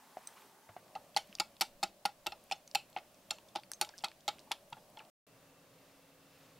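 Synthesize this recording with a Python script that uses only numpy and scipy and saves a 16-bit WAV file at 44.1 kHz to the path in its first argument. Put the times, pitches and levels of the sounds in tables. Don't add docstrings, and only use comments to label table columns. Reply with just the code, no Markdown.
import sys
import numpy as np
from scipy import signal
from scipy.io import wavfile
from scipy.ndimage import uniform_filter1d

SR = 44100
rng = np.random.default_rng(int(sys.argv[2]) if len(sys.argv) > 2 else 0)


def boost(x):
    u = np.asarray(x, float) / 20
    return 10 ** u


def waveform_to_disk(signal):
    frames = np.transpose(np.atleast_2d(signal))
    scaled = np.clip(frames, -1, 1) * 32767
    samples = np.round(scaled).astype(np.int16)
    wavfile.write(sys.argv[1], SR, samples)


N = 290619
CUT_S, GAP_S = 0.8, (5.1005, 5.2665)
SOFT_S = 0.00019
EDGE_HZ = 15800


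def seconds(size):
    return np.arange(size) / SR


def onset(t, rise_s):
    return 1 - np.exp(-t / rise_s)


def between(x, lo_hz, hi_hz):
    return signal.sosfilt(signal.butter(2, [lo_hz, hi_hz], "bandpass", fs=SR, output="sos"), x)


def read(points, hz):
    f, value = np.transpose(points)
    return np.interp(np.log(hz + 1), np.log(f + 1), value)


def evened(x):
    return x / np.sqrt(np.mean(x ** 2) + 1e-20)


def add(mix, s, sound):
    part = mix[round(s * SR):][:len(sound)]
    part += sound[:len(part)]


def ring(modes, scatter_db=0, loose=0, size=5000):
    hz, db, t60 = np.transpose(modes)[:, :, None]
    luck = rng.standard_normal((3, len(modes), 1))
    t = seconds(size)
    gains = boost(db + scatter_db * luck[0])
    turns = hz * (1 + loose * luck[1]) * t + 20 * loose * luck[2]
    sound = gains * boost(-60 * t / np.maximum(t60, 0.002)) * np.sin(2 * np.pi * turns)
    return sound.sum(0) / np.sqrt((gains ** 2).sum()) * onset(t, SOFT_S)


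def splash(lo_hz, hi_hz, t60, size=5000):
    puff = between(rng.standard_normal(size), lo_hz, hi_hz)
    t = seconds(size)
    return evened(puff) * boost(-9 - 60 * t / t60) * onset(t, SOFT_S)


def noise(spectrum, patchy_db=0, size=2048):
    hz = np.fft.rfftfreq(size, 1 / SR)
    a, b = rng.standard_normal((N // (size // 4) + 5, len(hz), 2), dtype=np.float32).T
    patches = uniform_filter1d(a * b, size=12, axis=0)
    patches = evened(uniform_filter1d(patches, size=6, axis=1))
    gains = boost(read(spectrum, hz)[:, None] + patchy_db * patches)
    z = (a + 1j * b) * gains * (hz < EDGE_HZ)[:, None]
    return evened(signal.istft(z, nperseg=size, noverlap=size - size // 4)[1][:N])


def whistle(hz, width):
    r = np.exp(-np.pi * width / SR)
    slow = signal.lfilter([1 - r], [1, -r], rng.standard_normal(N) + 1j * rng.standard_normal(N))
    return evened((slow * np.exp(2j * np.pi * hz * seconds(N))).real)


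def room_air(t, take):
    # (frequency [Hz], density [dB per Hz])
    colours = [
        [(12, -67), (20, -46), (109, -14), (282, -5.5), (324, -17), (394, -2.5), (453, -11), (633, -12),
         (885, -8), (1340, -12), (1980, -13.5), (2160, -19), (15600, -24.5)],
        [(12, -40), (20, -21.5), (45, -18.5), (85, -7), (176, 1.5), (466, -5), (599, 3), (989, -7), (1140, -4),
         (1240, -11.5), (2220, -18), (2480, -14), (3660, -19), (4450, -17.5), (15600, -23.5)],
        [(12, -51.5), (20, -57), (133, 6.5), (226, -7), (274, 4.5), (353, -25), (536, -4), (1020, -8),
         (2700, -14.5), (15600, -26.5)],
    ]
    # (frequency [Hz], width [Hz], level [dB])
    resonances = [
        [(880, 73, -70.5), (1108, 28, -83)],
        [(589, 58, -71.5), (162.8, 170, -78.5)],
        [(517.4, 170, -69), (2680, 32, -81.5), (1160, 86, -80), (164, 16.4, -76.5)],
    ]
    steps = np.arange(0, t[-1] + 1, 0.15)
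    drift_db = 1.6 * np.interp(t, steps, rng.standard_normal(200)[:len(steps)])
    air_db = np.choose(take, (-67, -66.5, -68.5)) + drift_db
    air = np.choose(take, [noise(colour, 1.5) for colour in colours])
    peaks = [sum(boost(db) * whistle(hz, width) for hz, width, db in rows) for rows in resonances]
    return boost(air_db) * air + np.choose(take, peaks)


def scrape(t, take):
    # (time [s], level [dB])
    drag = [(0.0, -65), (0.13, -61.5), (0.27, -57), (0.41, -56), (0.59, -75), (1.17, -72), (1.3, -63.5),
            (1.62, -73), (2.07, -75), (2.46, -68.5), (2.72, -72.5), (3.06, -69), (3.3, -72.5), (3.63, -77),
            (3.97, -64), (4.13, -73), (4.3, -70), (4.9, -82)]
    # (time [s], lift [dB])
    brush = [(5.9, 7.9), (6.39, 10.2)]
    # (frequency [Hz], density [dB per Hz])
    dry_colour = [(180, -58), (300, -35), (372, -23), (572, -11), (611, -15), (1050, -11.5), (1330, -18),
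                  (15600, -30.5)]
    # (frequency [Hz], density [dB per Hz])
    wet_colour = [(300, -28.5), (1000, -3), (2500, -0.5), (5000, -3), (9000, -14), (16000, -10.5)]
    oil_db = -74.5 + sum(db * np.exp(-0.5 * ((t - s) / 0.15) ** 2) for s, db in brush)
    level_db = np.where(take == 2, oil_db, np.interp(t, *np.transpose(drag)))
    wet = noise(wet_colour, 1.2, size=256)
    lumps = noise(dry_colour, 2.5, size=256)
    return boost(level_db - 5) * np.where(take, wet, lumps)


def rumble(t, take):
    # (time [s], level [dB])
    grips = [(1.35, -78), (1.75, -67), (2.25, -73), (2.52, -83), (3.06, -88), (4.72, -75), (5.6, -97)]
    rise_s, fall_s = 0.048, 0.084
    gain = boost(np.choose(take, (-108, -101, -101)))
    for s, db in grips:
        gain = gain + boost(db) * np.exp(np.minimum((t - s) / rise_s, (s - t) / fall_s))
    return gain * noise([(8, -6.0), (23, -7.0), (30, -27.5), (50, -72.5)], size=4096)


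def knock(db, hz, t60, wood_db):
    body = ring([(hz, 0, t60), (0.91 * hz, -5, t60), (0.568 * hz, -12, t60), (0.385 * hz, -20, t60)], 3)
    body *= onset(seconds(5000), 0.00034)
    return boost(db) * (body + boost(wood_db) * splash(0.34 * hz, 2.5 * hz, 0.1))


def tick(db, hz, t60):
    snap = splash(0.3 * hz, min(2.3 * hz, 16000), 0.3 * t60, size=2000)
    rasp = splash(0.67 * hz, min(1.36 * hz, 16000), 1.1 * t60, size=2000)
    modes = [(hz, 0, 0.57 * t60), (4 * hz, -5, 0.24 * t60), (hz, -7, 0.58 * t60)]
    tone = ring(modes, 1.96, 0.042, size=2000)
    return boost(db) * (1.14 * tone + 1.34 * rasp + 1.7 * snap)


def wire_ticks():
    # (time [s], peak [dB], pitch [Hz])
    ticks = [(0.2725, -36, 7700), (1.146, -46, 3450), (1.273, -53, 10500), (1.327, -43, 2700),
             (1.3521, -28, 4860), (1.386, -39, 2680), (1.567, -48.5, 3870), (2.0534, -32, 10200),
             (2.6766, -38, 5560), (2.713, -39, 5000), (2.929, -53, 4180), (3.385, -41, 3040),
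             (3.485, -53, 5460), (3.5984, -48, 3780), (4.385, -47, 2400), (3.6346, -43.5, 2380),
             (3.717, -21.5, 8350), (3.7166, -32.5, 1520), (3.7349, -26.5, 5900), (3.848, -30.5, 3180),
             (3.8521, -40.5, 5500), (3.8907, -34.5, 4500), (3.98, -36, 6070), (3.9857, -39, 5300),
             (3.9906, -37, 4900), (4.0076, -50, 3360), (4.0682, -47, 4000), (4.0842, -38, 3950),
             (4.116, -39.5, 2180), (4.3928, -38.5, 5160)]
    # (time [s], pitch [Hz])
    grazes = [(0.28, 1200), (0.42, 2350), (0.29, 1750), (0.69, 1900), (4.988, 5700), (2.439, 10200),
              (2.5, 2700), (3.144, 5900), (3.488, 5900), (2.9, 11800), (4.4015, 4500), (4.702, 10500),
              (4.0245, 7500), (4.207, 4700), (2.6765, 2900), (3.974, 13000), (1.6, 10500), (0.88, 1400),
              (1.6, 5000), (0.171, 1900), (0.38, 950), (4.3, 3500), (4.9, 14700), (5.0502, 3200)]
    rows = [(s, db, hz, 0.0088 * boost(0.3 * (-40 - db))) for s, db, hz in ticks]
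    return rows + [(s, -52.5, hz, 0.015) for s, hz in grazes]


def clink():
    # (frequency [Hz], level [dB], ring time t60 [s])
    cup = [(4000, -3.5, 0.025), (6070, 4, 0.025), (8400, 11, 0.022), (10300, -10, .03), (11100, -15, .025),
           (13700, -17, .03), (15360, 0, 0.042)]
    return boost(-33) * ring(cup)


def thud(db, hz, t60):
    return boost(db) * ring([(hz, 0, t60), (1.1 * hz, -2, t60)]) * signal.windows.tukey(5000, 0.2)


def patch(db, hz, t60, rise_s):
    t = seconds(2000)
    pair = np.sin(2 * np.pi * hz * t) + 0.15 * np.sin(2 * np.pi * 1.06 * hz * t)
    return boost(db - 60 * t / t60) * pair * onset(t, rise_s)


def ringing_patches():
    # (time [s], level [dB], pitch [Hz])
    contact_patches = [(0.9526, -41, 2720), (0.9588, -45, 4320), (1.164, -22, 4480), (1.1688, -24.5, 4340),
                       (1.1732, -31.5, 3400), (1.3522, -37.5, 4730), (1.399, -25, 5050), (1.4023, -24.5, 4800),
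                       (1.6098, -19.5, 4420), (1.6128, -26.5, 2770), (1.6165, -25, 5300), (1.6205, -33, 3230),
                       (1.8288, -27.5, 4320), (1.8338, -33, 5160), (1.837, -48, 3920), (2.0531, -28, 4600),
                       (2.057, -37, 5020), (2.2632, -45, 2670), (2.2676, -27, 3130), (2.3207, -41, 5330),
                       (2.5126, -28, 2470), (2.521, -31, 5250), (2.526, -30, 5190), (2.676, -47, 6000),
                       (2.7128, -49.5, 4940), (2.7488, -43, 4500), (2.7543, -26.5, 2730), (2.9636, -34, 2730),
                       (2.973, -41, 3100), (2.9851, -57, 2700), (3.3055, -27.5, 3310), (3.308, -25, 4280),
                       (3.3142, -30, 4300), (3.5543, -42, 3000), (3.5583, -32.5, 4900), (3.5671, -55, 3680),
                       (3.7168, -49, 8500), (3.7352, -41, 6100), (3.8124, -25, 4360), (3.817, -40.5, 4180),
                       (3.8225, -36.5, 3200), (3.848, -49.5, 4300), (3.8905, -44.5, 4420), (3.98, -50, 6090),
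                       (3.99, -55, 4480), (4.0383, -35.5, 2600), (4.0442, -26.5, 4190), (4.0505, -32, 4580),
                       (4.2793, -29.5, 3330), (4.2867, -26.5, 4330), (4.29, -36, 4300), (4.3925, -55.5, 5240),
                       (4.511, -47, 1980), (4.5164, -23.5, 3420), (4.522, -40, 3680), (4.7283, -39, 2760),
                       (4.9715, -43.5, 3360), (4.992, -56, 2730), (5.001, -46.5, 2410),
                       (0.9521, -44, 2020), (1.165, -31, 2800), (1.1704, -29.5, 3310), (1.1732, -37.5, 4380),
              (1.3522, -53, 5640), (1.4, -26, 4370), (1.402, -29, 2850), (1.6098, -26, 4920),
              (1.6128, -33, 5570), (1.6155, -25.5, 2670), (1.6205, -34, 5090), (1.8288, -40, 2400),
              (1.8343, -27, 4400), (1.837, -30, 5020), (2.0531, -29, 5260), (2.057, -48, 3680),
              (2.2632, -40, 1920), (2.268, -40.5, 3820), (2.3209, -40.5, 2610), (2.512, -34, 7280),
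              (2.521, -33, 2670), (2.525, -33.5, 2970), (2.676, -51.5, 6450), (2.7505, -28, 7240),
              (2.753, -29, 4570), (2.9636, -40, 2000), (2.9851, -50, 1930), (3.3068, -38, 4350),
              (3.308, -30.5, 5460), (3.3142, -36, 5530), (3.5543, -40, 3530), (3.558, -36, 3020),
              (3.5671, -60, 2930), (3.7168, -55.5, 6800), (3.7352, -49.5, 7520), (3.8126, -26.5, 3230),
              (3.817, -32, 3700), (3.8207, -39, 2290), (3.848, -51, 2920), (3.8905, -51, 5200),
              (3.99, -56, 5080), (4.0437, -30.5, 3270), (4.0504, -32.5, 3810), (4.2793, -28.5, 7100),
              (4.2867, -39, 3870), (4.29, -33, 3180), (4.3925, -53, 4800), (4.511, -47, 3520),
              (4.5164, -30, 4900), (4.522, -40, 5150), (4.7286, -40, 3300), (4.9707, -52, 4220),]
    # (time [s], level [dB], pitch [Hz])
    late = [(1.1858, -35.5, 834), (1.1902, -52.5, 4380), (1.196, -47.5, 3080), (2.9645, -53, 1490),
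            (1.3847, -60, 2790), (1.4159, -32.5, 864), (1.6502, -52, 4480), (1.6531, -62, 850),
            (2.0892, -39.5, 820), (2.2772, -41.5, 770), (2.3309, -44, 845), (2.535, -45, 830),
            (2.5565, -53.5, 6400), (1.645, -48, 785), (2.6843, -66, 5810), (2.776, -45, 800),
            (2.7953, -50.5, 4080), (3.3315, -52, 6240), (3.3417, -57, 6120), (3.354, -55, 7320),
            (3.3656, -55, 4310), (3.3758, -60, 4330), (3.3838, -54, 935), (3.4861, -54, 3550),
            (3.5833, -54, 3170), (3.5862, -40.5, 829), (3.6345, -52, 4500), (3.8329, -53, 7670),
            (4.0143, -56, 2760), (4.0223, -61, 8010), (4.0593, -44, 2500), (4.0615, -53, 7620),
            (4.0782, -45, 880), (4.137, -64, 3400), (1.864, -49, 800), (4.4004, -62.5, 6400),
            (4.4736, -52.5, 876), (4.5426, -62, 6200), (4.7828, -59, 3320), (5.0208, -55, 865)]
    rows = [(s, db, hz, 0.018, 0.0005) for s, db, hz in contact_patches]
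    return rows + [(s, db, hz, 0.049 * (800 / hz) ** 0.27, 0.0012) for s, db, hz in late]


def bowl_note(note_hz, belly_db):
    # (frequency [Hz], level [dB], ring time t60 [s])
    belly = [(190, -26, 0.061), (345.5, -21, 0.059), (635.4, -15, 0.045), (842.8, -6.5, 0.061),
             (1228, -18, 0.062), (1307, -17, 0.067), (1414, -19, 0.069)]
    t = seconds(5000)
    note = ring([(note_hz, 0, 0.035)]) + boost(belly_db) * ring(belly, 3.5, 0.02)
    note *= onset(t, 0.0024)
    note += boost(belly_db - 13.5) * splash(220, 2300, 0.094)
    rim = ring([(803, 0, 0.079)]) * onset(t, 0.025)
    return note - boost(-17.5) * rim


def blow(clack_db, note_db, edge_db, note_hz, loud_hz, lag_s, belly_db):
    # (frequency [Hz], level [dB], ring time t60 [s])
    wall = [(2140, 3, 0.018), (2275, -7.5, 0.044), (2560, 0.5, 0.028), (2690, -2.5, 0.04),
            (2914, -3.5, 0.035), (3180, -8, 0.024), (3190, 8, 0.0099), (3582, 2.5, 0.032), (4016, 5, 0.013),
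            (4010, -7, 0.017), (4394, 8.5, 0.016), (1930, -10, 0.015), (4860, 5, 0.0095),
            (5300, -2.5, 0.018), (1726, -8.5, 0.01), (5450, 7, 0.0074), (6050, 0.5, 0.012)]
    # (frequency [Hz], level [dB], ring time t60 [s])
    wires = [(6200, -33.5, 0.005), (7250, 2.5, 0.019), (8000, 2.5, 0.0093), (8200, -17.5, 0.0049),
             (10560, -14, 0.014), (9730, 6.5, 0.0085), (10100, 1.5, 0.0069), (11830, -10, 0.015),
             (12000, 2, 0.0082), (13600, -11, 0.0075), (13700, -29.5, .01), (14900, -3.5, .008),
             (15800, -12, .008)]
    t = seconds(5000)
    slope_db = 0.24 * min(edge_db - clack_db + 12.5, 0)
    glass = [(hz, db + slope_db * np.log2(hz / 3000), t60) for hz, db, t60 in wall]
    struck = [(hz, db + 9.5 * np.exp(-(np.log(hz / loud_hz) / 0.046) ** 2), t60) for hz, db, t60 in glass]
    clack = ring(struck, 5.5, 0.02, size=2000) + splash(1690, 6000 * boost(slope_db), 0.031, size=2000)
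    edge = ring(wires, 5.5, 0.0086, size=2000) + splash(6300, 14000, 0.015, size=2000)
    bounces = rng.standard_normal(len(t)) * (rng.random(len(t)) < 610 / SR)
    chatter = bounces * boost(-8.5 - 60 * t / 0.035)
    bounce = boost(clack_db) * ring(glass, 0.89, 0.029, size=1000) + boost(edge_db) * edge[:1000]
    sound = signal.fftconvolve(chatter, bounce)[:len(t)]
    add(sound, lag_s, boost(note_db) * bowl_note(note_hz, belly_db)[:4900])
    add(sound, 0, boost(clack_db - 4.5) * clack + boost(edge_db) * edge)
    return sound


def wire_landings():
    # (time [s], clack [dB], bowl note [dB], sharp edge [dB], bowl note [Hz])
    strokes = [(0.9527, -40.5, -30, -52, 796), (1.164, -18.5, -17.5, -27.5, 811),
               (1.399, -17, -20.5, -23, 819), (1.6096, -17, -21.5, -21.5, 803),
               (1.8288, -24, -19.5, -39, 819), (2.0528, -23.5, -16, -58, 822),
               (2.2622, -30.5, -29.5, -62, 845), (2.3206, -33, -33, -53, 783),
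               (2.5126, -29, -22.5, -39, 799), (2.7491, -19.5, -23.5, -21.5, 825),
               (2.9635, -32, -25, -75, 760), (3.308, -22, -34, -26, 800), (3.5526, -40, -29.5, -49, 826),
               (3.8124, -19, -24, -19, 824), (4.0378, -30.5, -23.5, -63, 815),
               (4.2794, -23, -23, -33.5, 820.6), (4.511, -41, -26.5, -65.5, 828),
               (4.7246, -59, -34.5, -63, 933), (4.9713, -43.5, -37, -83.5, 894)]
    fullness_db = [-8, -7.5, -7, -5, -6.5, -10, -5.5, -7.5, -12, -14.5, -4, 0.5, -7, -4, -7, -3, -7.5, -4,
                   -7.5]
    # (time [s], clack [dB], bowl note [dB], loudest clack [Hz])
    trailing = [(0.959, -46, -29.5, 4380), (1.1684, -28, -29, 4440), (1.1727, -21.5, -33.5, 3420),
                (1.4027, -21.5, -42, 4900), (1.6131, -19.5, -50, 4740), (1.6163, -19.5, -37, 5300),
                (1.6206, -21, -28, 2970), (1.8337, -22, -33, 5000), (1.837, -23, -25, 4870),
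                (2.057, -22, -25.5, 4860), (2.267, -20.5, -27.5, 2960), (2.521, -23.5, -23.5, 2780),
                (2.753, -21, -18, 2750), (2.973, -36.5, -37, 3080), (2.9844, -42.5, -44, 2680),
                (3.3139, -51, -39, 4350), (3.558, -27.5, -24, 3180), (3.5678, -34, -41, 3630),
                (3.8216, -25.5, -27.5, 3300), (4.0432, -22, -52, 4000), (4.0442, -29, -56, 4330),
                (4.0522, -37.5, -40.5, 4370), (4.287, -25, -39, 4000), (4.289, -33, -43.5, 4240),
                (4.5161, -21.5, -58, 4860), (4.519, -24, -40, 3260), (4.728, -36.5, -43.5, 2730),
                (4.992, -44.5, -52, 2720), (5.001, -54, -43, 2360)]
    bare_hz, cushioned_hz = 4500, 2670
    starts, notes = np.transpose(strokes)[::4]
    luck = rng.standard_normal((60, 2))
    rows = []
    for (s, clack_db, note_db, edge_db, note_hz), chance, belly_db in zip(strokes, luck[:, 0], fullness_db):
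        cushion = np.clip((edge_db - clack_db) / -22.5, 0, 1) ** 2
        loud_hz = (bare_hz + (cushioned_hz - bare_hz) * cushion) * (1 + 0.13 * chance)
        rows.append((s, clack_db, note_db, edge_db, note_hz, loud_hz, 0, belly_db))
    for (s, clack_db, note_db, loud_hz), chance in zip(trailing, luck[:, 1]):
        stroke = np.searchsorted(starts, s) - 1
        note_hz = notes[stroke] * (0.97 + 0.004 * chance)
        lag_s = ((starts[stroke] - s) * notes[stroke] % 1) / notes[stroke]
        edge_db = -28 + 2.1 * (clack_db + 21)
        rows.append((s, clack_db, note_db, edge_db, note_hz, loud_hz, lag_s, fullness_db[stroke]))
    return rows


def ping(db, hz, t60):
    t = seconds(3000)
    glide = 2.5 * (hz < 2000)
    turns = hz * (t + 0.5 * glide * t ** 2)
    pair = np.sin(2 * np.pi * turns) + 0.4 * np.sin(2 * np.pi * 1.04 * turns)
    return boost(db - 60 * t / min(t60, 0.055)) * pair * onset(t, 0.0012)


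def echoes(x):
    # (frequency [Hz], decay time t60 [s])
    decay = [(200, 0.48), (800, 0.12), (2500, 0.2), (6000, 0.17), (14000, 0.21)]
    hz, t, z = signal.stft(rng.standard_normal(SR // 2), SR, nperseg=256)
    z = z * boost(-60 * t / read(decay, hz)[:, None]) * (hz < EDGE_HZ)[:, None]
    tail = signal.istft(z, SR, nperseg=256)[1]
    tail = tail * onset(seconds(len(tail)), 0.0034)
    treble = signal.sosfilt(signal.butter(2, 1500, "highpass", fs=SR, output="sos"), x)
    flutter = evened(uniform_filter1d(rng.standard_normal(N), size=int(SR / 1100)))
    x = x + 0.85 * treble * (flutter - 1)
    return signal.fftconvolve(x, tail / np.linalg.norm(tail))[:N]


def whisk():
    # (time [s], peak [dB], pitch [Hz], ring time t60 [s], wood [dB])
    knocks = [(0.17, -32.5, 733, 0.035, -13), (0.369, -50, 1100, 0.027, -8), (0.691, -49, 686, 0.067, 2),
              (0.765, -36, 723, 0.034, -8.5), (3.872, -48, 880, 0.027, -11), (3.894, -46, 880, 0.024, -5),
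              (4.769, -50.5, 857, 0.11, -1), (5.003, -52, 880, 0.088, 4.5)]
    # (time [s], level [dB], pitch [Hz], ring time t60 [s])
    pings = [(3.600, -62, 4800, .05), (3.7225, -41, 6270, .015), (3.725, -44, 6300, .015),
             (3.741, -45, 6300, 0.045), (3.938, -48, 1620, 0.038), (4.992, -38, 2820, 0.012),
             (4.049, -38, 930, 0.031), (4.061, -44, 1190, 0.03), (4.292, -40, 914, 0.027),
             (4.298, -47, 1240, 0.028), (4.519, -32, 903, 0.032), (4.527, -45, 1200, 0.024),
             (1.618, -33.5, 906, 0.035), (2.268, -33, 880, 0.044), (2.2715, -27, 2720, 0.026),
             (4.288, -32, 4320, .02), (1.567, -53, 2900, .012)]
    # (time [s], level [dB], pitch [Hz], ring time t60 [s])
    thuds = [(.69, -56.5, 101.5, 0.25), (1.29, -51, 200, 0.13), (2.28, -63, 72.5, 0.18),
             (4.725, -53, 130, .1)]
    sources = ((knocks, knock), (wire_ticks(), tick), (ringing_patches(), patch),
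               (wire_landings(), blow), (pings, ping))
    mix = np.zeros(N)
    for table, strike in sources:
        for s, *how in table:
            add(mix, s, strike(*how))
    add(mix, 0.2724, clink())
    mix = between(mix, 110, 12100)
    for s, *how in thuds:
        add(mix, s, thud(*how))
    return mix + boost(-18) * echoes(mix)


def fan(t, take):
    hz = 274.5
    hum = np.sqrt(2) * np.sin(2 * np.pi * hz * t) + 0.2 * whistle(hz, 6)
    return boost(-75) * hum * (take == 2)


def kitchen():
    t = seconds(N)
    take = np.searchsorted([CUT_S, GAP_S[1]], t)
    return room_air(t, take) + scrape(t, take) + rumble(t, take) + fan(t, take)


def scene():
    return np.tile(whisk() + kitchen(), (2, 1))


def band_limit(x):
    return signal.sosfilt(signal.butter(12, 16700, fs=SR, output="sos"), x)


def record(dry):
    # (frequency [Hz], density [dB per Hz])
    hiss_colour = [(18, -39), (30, -9), (325, 0), (422, -3), (641, -1.5), (711, -4), (15600, -7.5)]
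    t = seconds(N)
    hiss = boost(-70) * np.array([noise(hiss_colour), noise(hiss_colour)])
    is_open = np.clip(np.maximum(GAP_S[0] - t, t - GAP_S[1]) / 0.001, 0, 1)
    lowpass = signal.firwin(255, 16600, window=("kaiser", 8), fs=SR)
    band = signal.oaconvolve(dry + hiss, lowpass[None], "same")
    return band_limit(band * is_open)


dry = scene()
out = record(dry)
waveform_to_disk(out)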